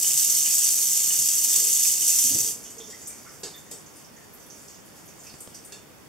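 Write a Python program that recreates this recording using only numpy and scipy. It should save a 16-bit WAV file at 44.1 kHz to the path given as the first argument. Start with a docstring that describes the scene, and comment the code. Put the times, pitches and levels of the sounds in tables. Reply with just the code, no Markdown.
"""Bathroom tap, shut off

An aerated jet spatters and spits into a small porcelain basin in a tiled bathroom, while a cat's
paws bump softly on the rim. The valve shuts with a dull thud and the stream dies. Foam pops and
crackles as the last water slips down the hollow drain, and a few drops ring the basin."""
import sys
import numpy as np
from scipy import signal
from scipy.fft import rfft, irfft, next_fast_len
from scipy.io import wavfile

SR = 44100
rng = np.random.default_rng(int(sys.argv[2]) if len(sys.argv) > 2 else 0)


def unload_wav(signal):
    """Save mono or channel-first audio to the path in sys.argv[1] as 16-bit WAV at rate SR, clipped to [-1, 1]."""
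    wavfile.write(
        sys.argv[1],
        SR,
        np.round(np.clip(np.atleast_2d(signal).T, -1, 1) * 32767).astype(np.int16),
    )


N = 268128
TIME = np.arange(N) / SR
FFT_SIZE = next_fast_len(N + SR)
FREQS = np.maximum(np.arange(FFT_SIZE // 2 + 1) * SR / FFT_SIZE, 1)
CLOSING_S, SHUT_S = 2.34, 2.498  # the valve starts to throttle, then seats

# Sources are built as mid/side pairs. Table levels are relative: each layer adds its own gain.
# Tone of water spattering on porcelain: freq_hz, level_db
SPATTER_EQ = [(1500, -31.5), (2300, -24.5), (3000, -18), (3400, -18.5), (4300, -12.5), (5100, -9.5),
              (6250, 1), (6900, -1.5), (8000, -0.5), (8700, -4.5), (10200, -8), (13000, -5), (14200, -10.5),
              (15500, -15)]
# Air pockets spitting in the jet at set moments: start_s, level_db
AIR_SPITS = [(0.063, -5), (0.174, -1.5), (0.194, -8), (0.2451, -4), (0.33, -17), (0.404, -5), (0.64, -8),
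             (0.9296, -7), (1.4441, -0.5), (1.559, 0), (1.748, -9), (1.8513, -11), (1.918, -10),
             (2.0413, -7), (2.0792, -6), (2.3966, -16)]
def jet(level_db=-1.16, impact_db=-4.0, flutter_db=1.76, snap_db=-13.0, spit_db=9.0, wobble_db=0.56):
    """Tiny impacts and bursting bubbles come in flurries; droplets snap and air pockets spit on top."""
    flow_db = flow_level() + wobble_db * drift(per_s=10.9)
    bursting = fizz(per_s=8000, spread_db=4.0, width_hz=1270)
    impacts = from_db(impact_db) * grains(per_s=7400, spread_db=6.5)
    flutter = from_db(flutter_db * np.clip(drift(per_s=170), -2, 2))
    flurries = unit_rms((bursting + impacts) * flutter)
    snaps = from_db(snap_db) * grains(per_s=40, spread_db=1.9)
    out = (flurries + snaps) * from_db(flow_db + level_db)
    envelope = burst(rise_s=0.014, t60_s=0.032, count=SR // 25)
    for s, db in AIR_SPITS + chance_spits():
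        spit = grains(per_s=10000, spread_db=-1.0, count=len(envelope)) * envelope
        add(out, s, from_db(db + spit_db) * unit_energy(spit))
    low_cut = signal.butter(2, 190, "high", fs=SR, output="sos")
    return signal.sosfilt(low_cut, coloured(out, SPATTER_EQ))

def flow_level(open_db=-21, thin_s=1.97, thin_db=4.5, closing_db_per_s=33, shut_db_per_s=327):
    """Level of the stream in dB: steady, briefly thinner, throttled, then shut."""
    thinning = thin_db * np.exp(-((TIME - thin_s) / 0.043) ** 2)
    closing = closing_db_per_s * np.clip(TIME - CLOSING_S, 0, 1)
    shut = shut_db_per_s * np.clip(TIME - SHUT_S, 0, 1)
    return open_db - thinning - closing - shut

def fizz(per_s, spread_db, width_hz):
    """Tiny bubbles burst all over the treble, each ringing a few cycles at one of many pitches."""
    out, bursts = 0, grains(per_s, spread_db)
    pitches_hz = np.linspace(1500, 15500, num=18)
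    pitch_index = rng.integers(len(pitches_hz), size=N)
    for k, hz in enumerate(pitches_hz):
        resonance = signal.iirpeak(hz, hz / width_hz, fs=SR)
        out = out + signal.lfilter(*resonance, bursts * (pitch_index == k) + 1e-18)
    return unit_rms(out)

def chance_spits(level_db=-11.0, range_db=4.0, count=20):
    """More air pockets spit at loose intervals while the tap is open: start_s, level_db."""
    return [((k + jitter) / count * CLOSING_S, level_db + range_db * size)
            for k, (jitter, size) in enumerate(rng.random((count, 2)))]

# Prominent bubbles trapped under the jet: start_s, level_db, pitch_hz
ACCENT_BUBBLES = [(0.046, -20.5, 3016), (0.46, -25, 2920), (1.1063, -22, 2910), (1.5374, -24, 3560),
                  (1.8518, -22, 2620), (2.021, -26, 3000)]
def bubbles(level_db=-2.0, t60_s=0.025, rise_per_s=2.6):
    """Trapped bubbles chirp briefly, rising in pitch as they near the surface."""
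    out, t = np.zeros((2, N)), TIME[:SR // 15]
    medium = chance_bubbles(level_db=-11.0, low_hz=2670, high_hz=3400, count=16)
    faint = chance_bubbles(level_db=-15.0, low_hz=2400, high_hz=5460, count=100)
    for s, db, hz in ACCENT_BUBBLES + medium + faint:
        chirp = np.sin(2 * np.pi * hz * t * (1 + rise_per_s * t / 2)) * fade(t60_s, len(t))
        add(out, s, from_db(db + level_db) * chirp)
    return out

def chance_bubbles(level_db, low_hz, high_hz, count, range_db=6.0):
    """Scattered bubbles, as loud as the flow is strong: start_s, level_db, pitch_hz."""
    jitter, size, pitch = rng.random((count, 3)).T
    start_s = (np.arange(count) + jitter) / count * SHUT_S
    db = np.interp(start_s, TIME, flow_level()) + level_db + range_db * size
    return list(zip(start_s, db, low_hz * (high_hz / low_hz) ** pitch))

# Ringing modes of the porcelain: pitch_hz, level_db, t60_s
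BASIN_MODES = [(1710, -5.5, 0.059), (2750, -1.5, 0.028), (3530, -5, 0.051), (4300, 1, .03),
               (5800, -10, .03), (6130, -3, 0.027), (7200, 4.5, 0.028), (7820, 2, 0.024)]
# Tone of a drop's splash: freq_hz, level_db
SPLASH_EQ = [(30, -16), (120, 0), (400, -8), (700, 0.5), (1200, -9.5), (2500, -10.5), (5000, 1), (7200, 6),
             (10000, -5.5), (13500, -12), (15500, -18)]
# Drops hitting the basin: start_s, splash_db, ring_db, knock_db, treble_db
DROP_HITS = [(3.433, -21.5, -24.5, -43.5, -4), (3.713, -27.5, -50, -47.5, 8), (5.722, -30, -26.5, -57, 2)]
def drops(ring_gain_db=11.5, splash_gain_db=18.0, knock_gain_db=31.5):
    """A drop splashes, sets the porcelain ringing and knocks the hollow of the bowl."""
    out, splashes = np.zeros((2, N)), np.zeros((2, N))
    treble = signal.butter(2, 9000, "high", fs=SR, output="sos")
    knock = unit_energy(ring(hz=426, t60_s=0.024) * attack(0.012))
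    envelope = burst(rise_s=0.006, t60_s=0.025, count=SR // 10)
    for s, splash_db, ring_db, knock_db, treble_db in DROP_HITS:
        modes = sum(from_db(db + rng.standard_normal((2, 1))) * ring(hz, t60_s)
                    for hz, db, t60_s in BASIN_MODES)
        add(out, s, from_db(ring_db + ring_gain_db) * unit_energy(modes))
        add(out, s, from_db(knock_db + knock_gain_db) * knock)
        spray = unit_energy(grains(per_s=12000, spread_db=7.0, count=len(envelope)) * envelope)
        spray = spray + (from_db(treble_db) - 1) * signal.sosfiltfilt(treble, spray)  # high shelf
        add(splashes, s, from_db(splash_db + splash_gain_db) * spray)
    return out + coloured(splashes, SPLASH_EQ)

# Clusters of foam bursting at set moments: start_s, level_db, pitch_hz, width_hz
FOAM_POPS = [(2.638, -44, 6600, 1600), (2.701, -44, 7540, 2400), (2.8, -51, 3530, 550),
             (2.836, -48, 6200, 1200), (2.9, -43, 6400, 2610), (2.925, -56, 1940, 250.3),
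             (3.058, -43.5, 6230, 900), (3.072, -37.5, 8000, 1780), (3.26, -53, 1295, 220),
             (3.433, -38, 4350, 500), (3.538, -49.5, 3620, 202), (3.708, -46, 7600, 1620),
             (4.334, -50, 12500, 3240), (4.5, -47.5, 5900, 1210), (4.68, -49, 6500, 1920),
             (5.295, -48.5, 4730, 700), (5.404, -42.5, 8260, 2200), (5.544, -44, 6900, 3640),
             (5.646, -48, 8800, 2000)]
def foam(level_db=32.5, mist_db=-8.0, mist_hz=12600, mist_width_hz=2300, fine_hz=8000):
    """Foam bursts in clusters; the set ones throw a bright mist, more of it the finer their bubbles."""
    large = chance_pops(level_db=-15.0, low_hz=1700, high_hz=3670, width_share=0.22, count=16)
    medium = chance_pops(level_db=-5.5, low_hz=5550, high_hz=7250, width_share=0.21, count=28)
    tiny = chance_pops(level_db=-7.0, low_hz=9500, high_hz=13410, width_share=0.18, count=12)
    # The mist loses 30 dB for each octave its cluster lies below fine_hz.
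    mist = [(s, db + mist_db - 30 * np.log2(max(fine_hz / hz, 1)), mist_hz, mist_width_hz)
            for s, db, hz, _ in FOAM_POPS]
    out = np.zeros((2, N))
    for s, db, hz, width_hz in FOAM_POPS + mist + large + medium + tiny:
        add(out, s, from_db(db + level_db) * pop_cluster(hz, width_hz))
    return out

def chance_pops(level_db, low_hz, high_hz, width_share, count, range_db=6.5, from_s=2.6, until_s=5.8):
    """Scattered clusters, as loud as the basin is wet: start_s, level_db, pitch_hz, width_hz."""
    jitter, size, pitch = rng.random((count, 3)).T
    start_s = from_s + (np.arange(count) + jitter) / count * (until_s - from_s)
    db = np.interp(start_s, *np.transpose(FILM_LEVEL)) + level_db + range_db * size
    hz = low_hz * (high_hz / low_hz) ** pitch
    return list(zip(start_s, db, hz, width_share * hz))

def pop_cluster(hz, width_hz, rise_s=0.013, t60_s=0.033, skirt_db=-13.0, count=SR // 8):
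    """A quick run of clicks rings at the pitch of its bubbles, with a few strays around it."""
    edges_hz = np.clip([hz - width_hz / 2, hz + width_hz / 2], 100, SR * 0.45)
    bands = []
    for order in (2, 1):
        clicks = grains(per_s=4100, spread_db=4.0, count=count) * burst(rise_s, t60_s, count)
        band_pass = signal.butter(order, edges_hz, "band", fs=SR, output="sos")
        bands.append(signal.sosfilt(band_pass, clicks + 1e-18))
    core, skirt = bands
    return unit_energy(core + from_db(skirt_db) * skirt)

# The water film runs off, seeps, swells with a last runnel and dries: time_s, level_db
FILM_LEVEL = [(2.67, -43.5), (4.1, -54.5), (4.55, -51.5), (5.1, -53.5), (5.26, -47.5), (5.8, -62),
              (6.08, -63)]
# Tone of its crackle: freq_hz, level_db
FILM_EQ = [(900, -14.5), (2000, -8.5), (3500, -14), (4800, -2.5), (6200, 2.5), (8000, 0), (10000, -4),
           (13000, -3), (15500, -17)]
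def film(level_db=-2.5, clump_db=3.0):
    """The thin film left in the basin crackles softly as it runs off."""
    crackle = unit_rms(grains(per_s=2500, spread_db=3.5) * from_db(clump_db * drift(per_s=30)))
    wetness_db = np.interp(TIME, *np.transpose(FILM_LEVEL))
    return from_db(wetness_db + level_db) * coloured(crackle, FILM_EQ)

# Thuds of the closing valve: start_s, level_db, pitch_hz, t60_s
VALVE_THUDS = [(2.244, -37.5, 262, 0.17), (2.306, -36, 275, 0.19), (2.314, -36.5, 101, 0.11),
               (2.347, -31.5, 130, 0.11), (2.35, -35.5, 327, 0.085)]
def valve(side_db=-22.0, rumble_db=-10.5):
    """Dull thuds run through tap and basin as the flow is shut off, and rumble on in the room."""
    out, rumble = np.zeros((2, N)), np.zeros((2, N))
    envelope = burst(rise_s=0.025, t60_s=0.53, count=SR // 2)
    for s, db, hz, t60_s in VALVE_THUDS:
        add(out, s, from_db(db) * ring(hz, t60_s) * attack(0.013) * from_db([[0], [side_db]]))
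        add(rumble, s, from_db(db + rumble_db) * rng.standard_normal((2, len(envelope))) * envelope)
    return out + coloured(rumble, [(40, -21), (110, 0), (320, -7), (700, -16), (3000, -43)])

# Close, dry ticks: start_s, level_db
DRY_TICKS = [(5.0893, -35), (5.3403, -29.5), (5.353, -33), (5.4745, -28.5)]
def ticks(level_db=11.0, t60_s=0.029, count=SR // 40):
    """Fast-dying puffs of noise make tiny dry taps with a soft body."""
    out = np.zeros((2, N))
    for s, db in DRY_TICKS:
        tick = unit_energy(rng.standard_normal((2, count)) * fade(t60_s, count))
        add(out, s, from_db(db + level_db) * tick)
    body_eq = [(40, 4), (150, 12), (400, 8), (1200, -4), (3000, -7), (6500, -5),
               (10000, -12), (15000, -22)]
    return coloured(out, body_eq)

# Hollow tone of the waste pipe: freq_hz, level_db
PIPE_EQ = [(30, -32), (70, -13), (135, 0.5), (210, -3.5), (390, -6), (450, 5), (510, -11.5), (900, -12.5),
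           (1500, -22), (3000, -52)]
# Ring of the pipe's mouth: freq_hz, level_db
MOUTH_EQ = [(60, -27), (200, -13), (370, -11.5), (450, 0.5), (520, -19), (1000, -23), (3000, -45)]
# Gulps as water lets go down the pipe: crest_s, level_db
DRAIN_GULPS = [(1.63, -48), (2.49, -48), (2.84, -52.5)]
def drain(trickle_db=-65.5, dry_up_db_per_s=12, rise_db_per_s=110, fall_db_per_s=44):
    """A trickle stirs the pipe's air column, dying once the tap is shut; gulps ring the pipe's mouth."""
    flow = from_db(trickle_db - dry_up_db_per_s * np.maximum(TIME - SHUT_S, 0))
    gulps = sum(from_db(db - np.maximum(rise_db_per_s * (s - TIME), fall_db_per_s * (TIME - s)))
                for s, db in DRAIN_GULPS)
    trickle = unit_rms(grains(per_s=2200, spread_db=-2.5) * from_db(2.0 * drift(per_s=24)))
    glugs = unit_rms(grains(per_s=3000, spread_db=1.5) * from_db(3.5 * drift(per_s=26)))
    return flow * coloured(trickle, PIPE_EQ) + gulps * coloured(glugs, MOUTH_EQ)

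# Soft bumps, as of a cat shifting its paws on the rim: start_s, level_db
PAW_STEPS = [(0.14, -44), (1.19, -43.5)]
def paws(pitch_hz=138, rise_s=0.03, t60_s=0.25):
    """A padded step makes the basin boom faintly, dead centre."""
    out = np.zeros((2, N))
    for s, db in PAW_STEPS:
        add(out[:1], s, from_db(db) * ring(pitch_hz, t60_s) * attack(rise_s))
    return out

# Tone of the room's still air: freq_hz, level_db
ROOM_TONE_EQ = [(25, -20), (50, -7), (90, -2.5), (170, 0.5), (400, -2), (700, -6.5), (1500, -11),
                (3000, -16), (6000, -17.5), (10000, -20.5), (15500, -20)]
def room_tone(level_db=-50.0, side_db=3.0):
    """The air of the room lays a soft, steady bed of noise."""
    noise = coloured(rng.standard_normal((2, N)), ROOM_TONE_EQ)
    return from_db(level_db) * noise * from_db([[0], [side_db]])

def bathroom(dry, early_db, tail_db):
    """The point where the water lands wanders, so the sound shifts between two patterns of echoes."""
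    blend = np.pi / 4 + drift(per_s=7)
    out = dry
    for share in (np.cos(blend), np.sin(blend)):
        echoes = tile_echoes(early_db, tail_db)
        out = out + signal.fftconvolve(dry * share, echoes, axes=1)[:, :N]
    return out / np.sqrt(1 + np.sum(echoes ** 2) / 2)

def tile_echoes(early_db, tail_db, early_t60_s=0.089, tail_t60_s=0.33, count=SR // 2):
    """Sparse first echoes come off bowl and tiles, then a dense, duller tail."""
    reflections = grains(per_s=1200, spread_db=1.5, count=count) * fade(early_t60_s, count)
    early = unit_energy(reflections * (TIME[:count] > 0.0012))  # pre-delay
    tail = unit_energy(rng.standard_normal((2, count)) * burst(0.036, tail_t60_s, count))
    high_cut = signal.butter(1, 11000, fs=SR, output="sos")
    return from_db(early_db) * early + from_db(tail_db) * signal.sosfilt(high_cut, tail)

def from_db(db):
    """Decibels to gain."""
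    return 10 ** (np.asarray(db) / 20)

def unit_rms(x):
    """Scale to rms 1."""
    return x / np.sqrt(np.mean(x ** 2) + 1e-20)

def unit_energy(x):
    """Scale a short sound to an average energy of 1 a channel."""
    return unit_rms(x) / np.sqrt(x.shape[-1])

def over_hz(points):
    """A curve at every frequency, its points joined on a log axis."""
    hz, value = np.transpose(points)
    return np.interp(np.log(FREQS), np.log(hz), value)

def coloured(x, eq):
    """Minimum-phase EQ through points of freq_hz, level_db; keeps the power of white noise."""
    gain = unit_rms(from_db(over_hz(eq)))
    cepstrum = irfft(np.log(gain), FFT_SIZE)
    cepstrum[1:FFT_SIZE // 2] *= 2
    cepstrum[FFT_SIZE // 2 + 1:] = 0
    return irfft(rfft(x, FFT_SIZE) * np.exp(rfft(cepstrum)), FFT_SIZE)[:, :N]

def drift(per_s):
    """Smooth random modulation of rms 1, heading for a new value per_s times a second."""
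    return unit_rms(np.interp(TIME * per_s, np.arange(4096), rng.standard_normal(4096)))

def grains(per_s, spread_db, count=N):
    """Random clicks of uneven size, each with its own polarity in mid and side."""
    hits = rng.random(count) < per_s / SR
    sizes = from_db(spread_db * np.minimum(rng.exponential(1, count), 3.5))
    return unit_rms(hits * sizes * rng.choice([-1, 1], (2, count)))

def fade(t60_s, count):
    """A decay that loses 60 dB in t60_s."""
    return 1000 ** (-TIME[:count] / t60_s)

def attack(rise_s, count=SR // 3):
    """A soft onset, all but complete after rise_s."""
    return 1 - fade(rise_s, count)

def burst(rise_s, t60_s, count):
    """An envelope that swells and dies."""
    return attack(rise_s, count) * fade(t60_s, count)

def ring(hz, t60_s, count=SR // 3):
    """One struck mode."""
    return np.sin(2 * np.pi * hz * TIME[:count]) * fade(t60_s, count)

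def add(out, start_s, sound):
    """Mix a short sound in at start_s."""
    i = int(start_s * SR)
    out[:, i:i + sound.shape[-1]] += sound[..., :N - i]

def to_stereo(x, width):
    """Mid and side become left and right; width sets side against mid: freq_hz, side_db."""
    side_gain = from_db(over_hz(width))
    mid, side = rfft(x, FFT_SIZE) / np.sqrt(1 + side_gain ** 2)
    return irfft(np.array([mid + side_gain * side, mid - side_gain * side]), FFT_SIZE)[:, :N]

# Stereo width of everything at the basin: freq_hz, side_db
BASIN_WIDTH = [(400, -10), (1000, -14), (2000, -43), (3600, -16.5), (5500, -8.5), (8000, -8), (11000, -6.5),
               (15000, -9)]
def scene():
    """The jet is up front; the small sounds down in the bowl arrive mostly by way of the tiles."""
    stream = bathroom(jet() + bubbles(), early_db=-6.0, tail_db=-2.0)
    bowl = bathroom(film() + foam() + drops(), early_db=0.5, tail_db=6.0)
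    basin = to_stereo(stream + bowl + drain() + valve() + paws() + ticks(), BASIN_WIDTH)
    return basin + to_stereo(room_tone(), [(50, -2.5), (300, -4.5), (2000, -4.5), (8000, -3.5)])

# Balance of the two microphone ports: freq_hz, left_over_right_db
MIC_BALANCE = [(2000, -0.5), (3400, -4), (5000, -5.5), (6200, -9.5), (7000, -0.5), (7900, 4), (8700, 6.5),
               (10800, 3), (12000, 2.5), (13100, -21), (15000, 9)]
# Phase between the ports: freq_hz, left_lead_rad
MIC_PHASE = [(4900, 0.016), (6000, 0.81), (7250, 1.55), (8500, 0.28), (9400, -0.12), (10700, -0.33),
             (11600, -1.4), (12400, -0.7), (13400, 0.36), (14500, 0.69)]
def record(dry, notch_hz=4030, notch_width_hz=380, notch_depth=0.88, cutoff_hz=15750):
    """Each port colours and delays the treble its own way; both share a narrow notch; the top is cut."""
    lean = from_db(over_hz(MIC_BALANCE) / 2) * np.exp(0.5j * over_hz(MIC_PHASE))
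    ports = np.array([lean, 1 / lean])
    ports = ports / np.sqrt(np.mean(np.abs(ports) ** 2, axis=0))
    picked_up = irfft(rfft(dry, FFT_SIZE) * ports, FFT_SIZE)[:, :N]
    notch_band = signal.iirpeak(notch_hz, notch_hz / notch_width_hz, fs=SR)
    notched = picked_up - notch_depth * signal.lfilter(*notch_band, picked_up)
    brick_wall = 1 / np.sqrt(1 + (FREQS / cutoff_hz) ** 600)
    return irfft(rfft(notched, FFT_SIZE) * brick_wall, FFT_SIZE)[:, :N]

dry = scene()
out = record(dry)
unload_wav(out)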